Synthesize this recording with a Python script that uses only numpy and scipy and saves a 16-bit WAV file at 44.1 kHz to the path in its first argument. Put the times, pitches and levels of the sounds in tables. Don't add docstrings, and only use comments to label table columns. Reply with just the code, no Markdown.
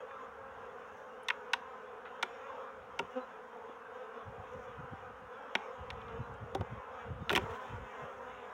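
import sys
import numpy as np
from scipy import signal
from scipy.fft import rfft, irfft, next_fast_len
from scipy.io import wavfile
from scipy.ndimage import map_coordinates

SR = 44100
rng = np.random.default_rng(int(sys.argv[2]) if len(sys.argv) > 2 else 0)


def unload_audio(sound):
    columns = np.transpose(np.atleast_2d(sound))
    steps = np.round(np.clip(columns, -1, 1) * 32767)
    wavfile.write(sys.argv[1], SR, steps.astype(np.int16))


N = 376326
TIME = np.arange(N) / SR

# time when closest in seconds, boost from nearness in dB,
# half the stay in seconds, pitch of the strongest overtones in Hz, wingbeat in Hz.
BEE_VISITS = [(2.41, 3.5, .14, 2370, 240), (4.65, 2, 0.58, 2510, 248), (5.76, 0.5, .1, 2950, 245.3),
              (6.1, 3.5, .22, 2600, 240.8), (6.72, 5, .11, 2290, 227), (6.99, 4.5, .09, 2330, 232.8),
              (7.92, 5, .14, 2000, 238), (8.42, 6.5, 0.078, 3310, 237.6)]
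# pitch in Hz, level in dB, seconds to fade by 60 dB.
BOX_TONES = [(190, -6, 0.11), (255.7, -5, 0.075), (394.4, 3.5, 0.058), (580, 3.5, 0.025), (755, 9, 0.033)]
# start in seconds, level in dB,
# fade in seconds, then the fizz and the grid's ring, both in dB relative to that level.
TUGS = [(7.314, -40.5, 0.0038, -17, -2), (7.3283, -36, 0.0055, -11.5, -2), (7.351, -30, 0.0088, -15, -13),
        (7.3663, -35, 0.0015, -26, -2), (7.3759, -31.5, 0.00096, -22, -0.5)]


def undb(db):
    return 10 ** (np.asarray(db) / 20)


def unit(x):
    return x / np.sqrt(np.mean(x ** 2) + 1e-20)


def unit_hit(x):
    return x / np.sqrt(np.sum(x ** 2) / (SR / 100))


def gain_at(hz, points):
    point_hz, db = np.transpose(points)
    hz = np.maximum(hz, 1)
    return undb(np.interp(np.log(hz), np.log(point_hz), db)) * np.minimum(hz / point_hz[0], 1) ** 2


def colour(x, points):
    size = next_fast_len(len(x) + 4096)
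    gains = gain_at(np.fft.rfftfreq(size, 1 / SR), points)
    cepstrum = irfft(np.log(gains + 1e-5), size)
    cepstrum[1:size // 2] *= 2
    cepstrum[size // 2 + 1:] = 0
    return irfft(rfft(x, size) * np.exp(rfft(cepstrum)), size)[:len(x)]


def drift(t, rate):
    return map_coordinates(rng.standard_normal(2048), [t * rate], order=2, mode="wrap")


def add(out, start_s, x):
    i = max(int(start_s * SR), 0)
    out[i:i + len(x)] += x[:max(N - i, 0)]


def bump(middle_s, half_s):
    return np.exp(-((TIME - middle_s) / half_s) ** 2)


def crackle(per_s, spread_db):
    bunches = undb(3 * drift(TIME, 45))
    hits = rng.random(N) < per_s / SR
    return hits * undb(spread_db * np.clip(rng.standard_normal(N), -2, 2)) * bunches


def air(level_db=-59):
    # frequency in Hz, level in dB.
    hush_colour = [(25, -13.5), (60, -13.5), (130, -14), (220, -0.5), (330, -9), (1000, -1.5), (2000, -10),
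                   (4500, -33), (9000, -37.5), (12500, -43.5), (15500, -43)]
    return unit(colour(rng.standard_normal(N), hush_colour)) * undb(level_db)


def wind(calm_db=-76, gust_edge_s=0.048, thump_hz=104.2, thump_half_s=0.009):
    # start in seconds, end in seconds, level in dB.
    gusts = [(.25, .78, -75.5), (2.74, 3.08, -67.5), (4.237, 5.28, -63.5), (5.797, 6.793, -53.5),
             (7.032, 7.528, -50), (7.683, 7.855, -51), (7.98, 8.5, -71)]
    # middle in seconds, level in dB.
    thumps = [(3.038, -53.5), (4.278, -46), (4.4, -47), (4.696, -54), (4.797, -45), (4.839, -48.5),
              (4.932, -43), (5.231, -58), (5.813, -44), (6.207, -36.5), (6.43, -41.5), (6.608, -31.5),
              (6.722, -41.5), (7.115, -37.5), (7.218, -39), (7.44, -43), (7.51, -46), (7.742, -41.5),
              (8.034, -48.5)]
    rumble_colour = [(35, -10), (70, 8), (120, 1.5), (160, -5.5), (220, -2.5), (330, -24),
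                     (500, -7.5), (1500, -67.5)]
    rumble = unit(colour(rng.standard_normal(N), rumble_colour))
    spells = sum(undb(db) * np.clip(np.minimum(TIME - start, end - TIME) / gust_edge_s + .5, 0, 1)
                 for start, end, db in gusts)
    out = rumble * (undb(calm_db) + spells) * undb(3 * drift(TIME, 16))
    t = np.arange(SR // 4) / SR
    swell = 1 / np.cosh((t - t[-1] / 2) / thump_half_s)
    for s, db in thumps:
        pitch = thump_hz * np.exp(0.416 * drift(t, 329))
        phase = 2 * np.pi * (np.cumsum(pitch) / SR + rng.random())
        tone = unit(np.sin(phase) + undb(-17) * np.sin(2 * phase))
        add(out, s - t[-1] / 2, undb(db) * tone * swell)
    return out


def bird(droop=0.015):
    # start in seconds, pitch in Hz, level in dB, length in seconds.
    whistles = [(3.196, 3970, -67.5, 0.057), (6.204, 3940, -74, 0.078)]
    out = np.zeros(N)
    for s, hz, db, length_s in whistles:
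        along = np.linspace(0, 1, int(length_s * SR))
        phase = 2 * np.pi * np.cumsum(hz * (1 - droop * (along - .5))) / SR
        add(out, s, undb(db) * np.sin(np.pi * along) * np.sin(phase))
    return out


def clothes(still_db=-88):
    # middle in seconds, level in dB, half the length in seconds.
    rustles = [(1.0, -81, 0.12), (3.137, -79, .07), (4.58, -80.5, 0.086), (8.028, -79, .15)]
    # frequency in Hz, level in dB.
    cloth_colour = [(3000, -3), (4500, -25), (5500, 6), (6500, 6), (8000, -9), (13000, -14), (15500, -7.5)]
    creases = crackle(per_s=2000, spread_db=4)
    motion = sum(undb(db) * bump(s, half_s) for s, db, half_s in rustles)
    return unit(colour(creases, cloth_colour)) * (undb(still_db) + motion)


def shimmer(x, depth_db, rate, width_hz):
    hz, t, frames = signal.stft(x, SR, nperseg=1024)
    where = np.meshgrid(hz / width_hz, t * rate, indexing="ij")
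    swell = map_coordinates(rng.standard_normal((256, 256)), where, order=2, mode="wrap")
    return unit(signal.istft(frames * undb(depth_db * swell), SR)[1][:N])


def stir(rise_s=0.033, settle_s=0.23):
    # start in seconds, strength from 0 to 1.
    jolts = [(1.29, 0.28), (2.24, 0.5), (5.56, 0.52), (7.36, 0.66)]
    out = np.zeros(N)
    for s, strength in jolts:
        age = np.maximum(TIME - s, 0)
        out += strength * (1 - np.exp(-age / rise_s)) * np.exp(-age / settle_s)
    return out


def startled_hiss(gain_db=-57):
    # frequency in Hz, level in dB.
    hiss_colour = [(1500, 0), (3200, 0), (4200, -14), (5500, -8), (6600, -7), (8500, -17), (12000, -24)]
    rustle = rng.standard_normal(N) * undb(3 * drift(TIME, 230))
    hiss = shimmer(colour(rustle, hiss_colour), depth_db=2, rate=35, width_hz=500)
    return hiss * stir() ** 2.8 * undb(gain_db)


def wingbeats(count, wing_hz, spread, wander, flutter, range_db, turn_rate):
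    out, t = np.zeros(N + 2), TIME[::64]
    for rank in rng.permutation(np.linspace(-1, 1, count)):
        own_offset = spread * np.sqrt(3) * rank
        hz = wing_hz * np.exp(own_offset + wander * drift(t, turn_rate) + flutter * drift(t, 35))
        cycles = np.cumsum(hz) * t[1] + rng.random()
        beat_times = np.interp(np.arange(2, int(cycles[-1])), cycles, t)
        size = undb(range_db * np.clip(drift(beat_times, turn_rate), -2, 2))
        whole, part = np.divmod(beat_times * SR, 1)
        out[whole.astype(int)] += size * (1 - part)
        out[whole.astype(int) + 1] += size * part
    return unit(out[:N])


def swarm(hum_db=-49, rasp_db=-67.5, lift_start_s=7.36, lift_s=0.16, uncovered_boost_db=2.5):
    # frequency in Hz, level in dB.
    hum_colour = [(150, -10.5), (250, -15.5), (320, -15.5), (410, 4), (520, 4.5), (610, -3.5), (730, -2),
                  (1000, 1), (1300, 0), (1600, -5), (2000, -25), (3000, -50)]
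    rasp_colour = [(1200, -5), (2000, 5.5), (2800, 5.5), (3600, -1.5), (4400, -29), (5500, -11.5),
                   (6000, -16.5), (6600, -8.5), (8000, -25), (12000, -55)]
    flight_colour = [(150, -11.5), (230, -8.5), (310, -9), (400, 4), (520, 6.5), (620, -2), (800, 1),
                     (1000, 4), (1300, 0.5), (1650, -3.5), (2000, -15.5), (3000, -45.5)]
    near = wingbeats(5, wing_hz=254, spread=.025, wander=.05, flutter=.009, range_db=4, turn_rate=7)
    crowd = wingbeats(24, wing_hz=242, spread=.075, wander=.055, flutter=.009, range_db=4.5, turn_rate=5)
    hum = shimmer(colour(crowd + .6 * near, hum_colour), depth_db=2.3, rate=14, width_hz=150)
    rasp = shimmer(colour(near + .45 * crowd, rasp_colour), depth_db=3.8, rate=17, width_hz=190)
    flyers = wingbeats(12, wing_hz=233, spread=.1, wander=.055, flutter=.008, range_db=5, turn_rate=8)
    flight = shimmer(colour(flyers, flight_colour), depth_db=2.3, rate=14, width_hz=150)
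    lifted = np.clip((TIME - lift_start_s) / lift_s, 0, 1)
    buzz = np.sqrt(1 - lifted) * hum + np.sqrt(lifted) * flight
    upset = stir()
    nearness_db = sum(db * bump(s, half_s) for s, db, half_s, _, _ in BEE_VISITS)
    buzz *= undb(hum_db + 5.5 * upset)
    rasp *= undb(rasp_db + 16 * upset + 0.5 * nearness_db)
    return undb(uncovered_boost_db * lifted) * (buzz + rasp)


def bee_tone(pitch, sizes):
    phase = 2 * np.pi * np.cumsum(pitch) / SR
    orders = np.arange(1, len(sizes) + 1)[:, None]
    return unit(sizes @ np.sin(orders * phase + 2 * np.pi * rng.random(orders.shape)))


def hovering_bees(gain_db=-53.5, glide=.018, favour_db=8, favour_width_hz=220):
    # frequency in Hz, level in dB.
    bee_colour = [(250, -6), (500, -1.5), (1100, -1.5), (1700, -7), (2400, -12), (3300, -21), (4400, -38)]
    out = np.zeros(N)
    for s, db, half_s, favoured_hz, wing_hz in BEE_VISITS:
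        t = np.arange(int(4 * half_s * SR)) / SR
        along = t / half_s - 2
        pitch = wing_hz * (1 - glide * np.tanh(along) + .014 * drift(t, 22) + .007 * drift(t, 130))
        overtone_hz = wing_hz * np.arange(1, 17)
        favour = undb(favour_db * np.exp(-((overtone_hz - favoured_hz) / favour_width_hz) ** 2))
        swell = (undb(db * np.exp(-along ** 2)) - 1) * undb(2 * drift(t, 19))
        add(out, s - 2 * half_s, swell * bee_tone(pitch, gain_at(overtone_hz, bee_colour) * favour))
    return shimmer(out + 1e-9, depth_db=3.5, rate=22, width_hz=230) * np.std(out) * undb(gain_db)


def darting_bees(doppler=0.01375, waver=0.0062, lopsided=0.23):
    # time when closest in seconds, wingbeat in Hz, level in dB,
    # half the passing time in seconds.
    passes = [(3.174, 254, -34.5, 0.019), (4.167, 235, -49, 0.015)]
    # frequency in Hz, level in dB.
    pass_colour = [(250, 8), (505, 13), (760, 3.5), (1020, -1), (1500, -8.5), (2000, -34), (2600, -13.5),
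                   (4500, -42)]
    out, t = np.zeros(N), np.arange(int(.8 * SR)) / SR
    for s, wing_hz, db, half_s in passes:
        along = (t - t[-1] / 2) / half_s
        pitch = wing_hz * (1 - doppler * along / np.hypot(1, along) + waver * drift(t, 51.4))
        tone = bee_tone(pitch, gain_at(np.arange(1, 31) * wing_hz, pass_colour))
        away = along * (1 - lopsided * np.sign(along))
        add(out, s - t[-1] / 2, tone * undb(db) / (1 + away ** 2 / 2) ** 2.5)
    return out


def light_touches():
    # start in seconds, pitch in Hz, level in dB, fade in seconds.
    clicks = [(.11, 1700, -54, .004), (1.232, 9900, -69.5, .005), (6.016, 3080, -62, .003),
              (6.082, 3430, -65, .003), (6.339, 6760, -75, .004)]
    out, t = np.zeros(N), np.arange(SR // 10) / SR
    for s, hz, db, fade_s in clicks:
        scratch = rng.standard_normal(len(t)) * np.exp(-t / fade_s)
        peak = signal.iirpeak(hz, Q=5, fs=SR)
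        click = signal.lfilter(*peak, signal.lfilter(*peak, scratch))
        add(out, s, undb(db) * unit_hit(click))
    return out


def peeling_wax(level_db=-56):
    wax_colour = [(900, 11.5), (2500, 2), (3500, -2), (4500, -15), (6500, -9), (10000, -23),
                  (12500, -27), (15000, -19)]
    grit = unit(colour(crackle(per_s=4500, spread_db=3), wax_colour))
    return grit * bump(middle_s=7.52, half_s=0.19) * undb(level_db)


def tearing_threads(low_hz=4500):
    out, t = np.zeros(N), np.arange(SR // 10) / SR
    bright = signal.butter(2, low_hz, "high", fs=SR, output="sos")
    for s, db, fade_s, fizz_db, _ in TUGS:
        threads = rng.standard_normal(len(t)) ** 3 * np.exp(-t / fade_s)
        add(out, s, undb(db + fizz_db) * unit_hit(signal.sosfilt(bright, threads)))
    return out


def ring(tones, t, scatter_db=1.5, detune=.025):
    hz, db, fade_s = np.transpose(tones)
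    size_luck, pitch_luck, sign_luck = rng.standard_normal((3, len(hz)))
    sizes = undb(db + scatter_db * size_luck) * np.sign(sign_luck + 1)
    poles = 2j * np.pi * hz * (1 + detune * pitch_luck) - np.log(1000) / fade_s
    fading_sines = np.exp(poles[:, None] * t).imag
    band = signal.butter(3, [.82 * hz.min(), 1.02 * hz.max()], "band", fs=SR, output="sos")
    return signal.sosfilt(band, sizes @ fading_sines)


def snap(db, centre_hz, slip_s, thud_db, crack_db, grid_db, focus_db=9, blade_fade_s=.017):
    blade_pitches = [1746, 1950, 2145, 2340, 2550, 2733, 2990, 3300, 3620]
    # pitch in Hz, level in dB, seconds to fade by 60 dB.
    grid_tones = [(840, -10.5, 0.058), (934, 1, 0.072), (1082, 8, 0.019), (1170, -5, 0.022),
                  (1411, 8, .024), (1570, -8, 0.0068)]
    # frequency in Hz, level in dB.
    crack_colour = [(1500, -17), (3500, 10), (4400, -6), (5500, 1), (7000, -8.5), (9000, -12.5),
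                    (12000, -21)]
    t = np.arange(SR // 6) / SR
    slips = rng.standard_normal(len(t)) ** 3 * np.exp(-t / slip_s)
    force = 0.99 * np.sqrt(slip_s / 0.0011) * slips / np.linalg.norm(slips)
    force[0] = 1
    blade_tones = [(hz, -focus_db * np.log2(hz / centre_hz) ** 2, blade_fade_s) for hz in blade_pitches]
    parts = (BOX_TONES, thud_db, .0013), (grid_tones, db + grid_db, .00077), (blade_tones, db, 0)
    ringing = np.zeros(len(t))
    for tones, level_db, lag_s in parts:
        answer = signal.fftconvolve(force, ring(tones, np.maximum(t - lag_s, 0)))[:len(t)]
        ringing += undb(level_db) * unit_hit(answer)
    burst = rng.standard_normal(len(t)) * np.exp(-t / (slip_s + .002))
    crack = unit_hit(colour(force + burst / np.linalg.norm(burst), crack_colour))
    return ringing + undb(db + crack_db) * crack


def hive_tool(break_db=-3.5, bounce_s=.0032, focus_db=7, echo_db=-21, echo_s=.22):
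    snaps = [(1.2846, -33.5, 2600, 0.0014, -70, -7, -6.5, -2.5),
             (1.302, -29, 2040, 0.00056, -55, -24, -6.5, -1),
             (1.534, -26.5, 2720, 0.0013, -51.5, -8, -2.5, -5), (2.053, -50, 1880, .025, -58, -34, 2, -4),
             (2.2273, -32.5, 3220, 0.001, -60, -9, -7, -5),
             (2.2296, -32.5, 2700, 0.0012, -56, -8.5, 3.5, -9),
             (2.9912, -36, 3220, 0.0017, -47, -8, 0, -0.5),
             (5.5525, -26, 2400, 0.00064, -44, -15, -4, -7.5),
             (5.9035, -40.5, 3300, 0.0013, -66, -13, -9, -7.5),
             (6.5492, -42.5, 3750, 0.00071, -40, -1, 2, -9.5),
             (6.609, -52.5, 2470, 0.0013, -36.5, -5, 9, -5.5),
             (7.2945, -29, 3000, 0.0003, -56, -14, -10, -18),
             (7.3018, -33.5, 2200, 0.0013, -37, -11, 3.5, -5.5),
             (7.3607, -27, 2600, 0.00053, -30.5, -5.5, -4, -26)]
    # start in seconds, level in dB, favoured pitch in Hz,
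    # a factor on how long the box rings.
    knocks = [(2.236, -44.5, 430, 2), (3.001, -37.5, 310, 1.9), (3.695, -50.5, 600, .8),
              (5.555, -37, 337, 0.99), (6.552, -31.5, 553, 2.1), (7.317, -33, 400, 1.1),
              (7.334, -32, 430, 0.69), (7.379, -31, 503, 1.2), (7.392, -40, 300, 2.4), (7.418, -44, 290, 2),
              (7.466, -48, 700, .9)]
    out, t = np.zeros(N), np.arange(SR // 6) / SR
    for s, db, hz, slip_s, thud_db, crack_db, grid_db, bounce_db in snaps:
        add(out, s, snap(db + break_db, hz, slip_s, thud_db + break_db, crack_db, grid_db))
        bounce = snap(db + bounce_db, 0.76 * hz, slip_s, thud_db + bounce_db, crack_db - 4, grid_db)
        add(out, s + bounce_s, bounce)
    for s, db, fade_s, _, grid_db in TUGS:
        tug = snap(db, centre_hz=2700, slip_s=fade_s, thud_db=db - 4, crack_db=-11, grid_db=grid_db)
        add(out, s, tug)
    for s, db, centre_hz, sustain in knocks:
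        box = [(hz, level_db - focus_db * np.log2(hz / centre_hz) ** 2, fade_s * sustain)
               for hz, level_db, fade_s in BOX_TONES]
        add(out, s, undb(db) * unit_hit(ring(box, t)))
    tail = rng.standard_normal(len(t)) * np.exp(-np.log(1000) * t / echo_s)
    return out + undb(echo_db) * signal.fftconvolve(out, tail / np.linalg.norm(tail))[:N]


def scene():
    buzzing = swarm() + hovering_bees() + darting_bees()
    keeper = hive_tool() + tearing_threads() + light_touches() + peeling_wax() + clothes()
    return (buzzing + keeper + startled_hiss() + bird() + wind() + air())[None]


def record(dry, low_hz=42, top_hz=15900):
    thin = signal.sosfilt(signal.butter(4, low_hz, "high", fs=SR, output="sos"), dry)
    return signal.sosfilt(signal.ellip(8, .2, 70, top_hz, fs=SR, output="sos"), thin)


dry = scene()
out = record(dry)
unload_audio(out)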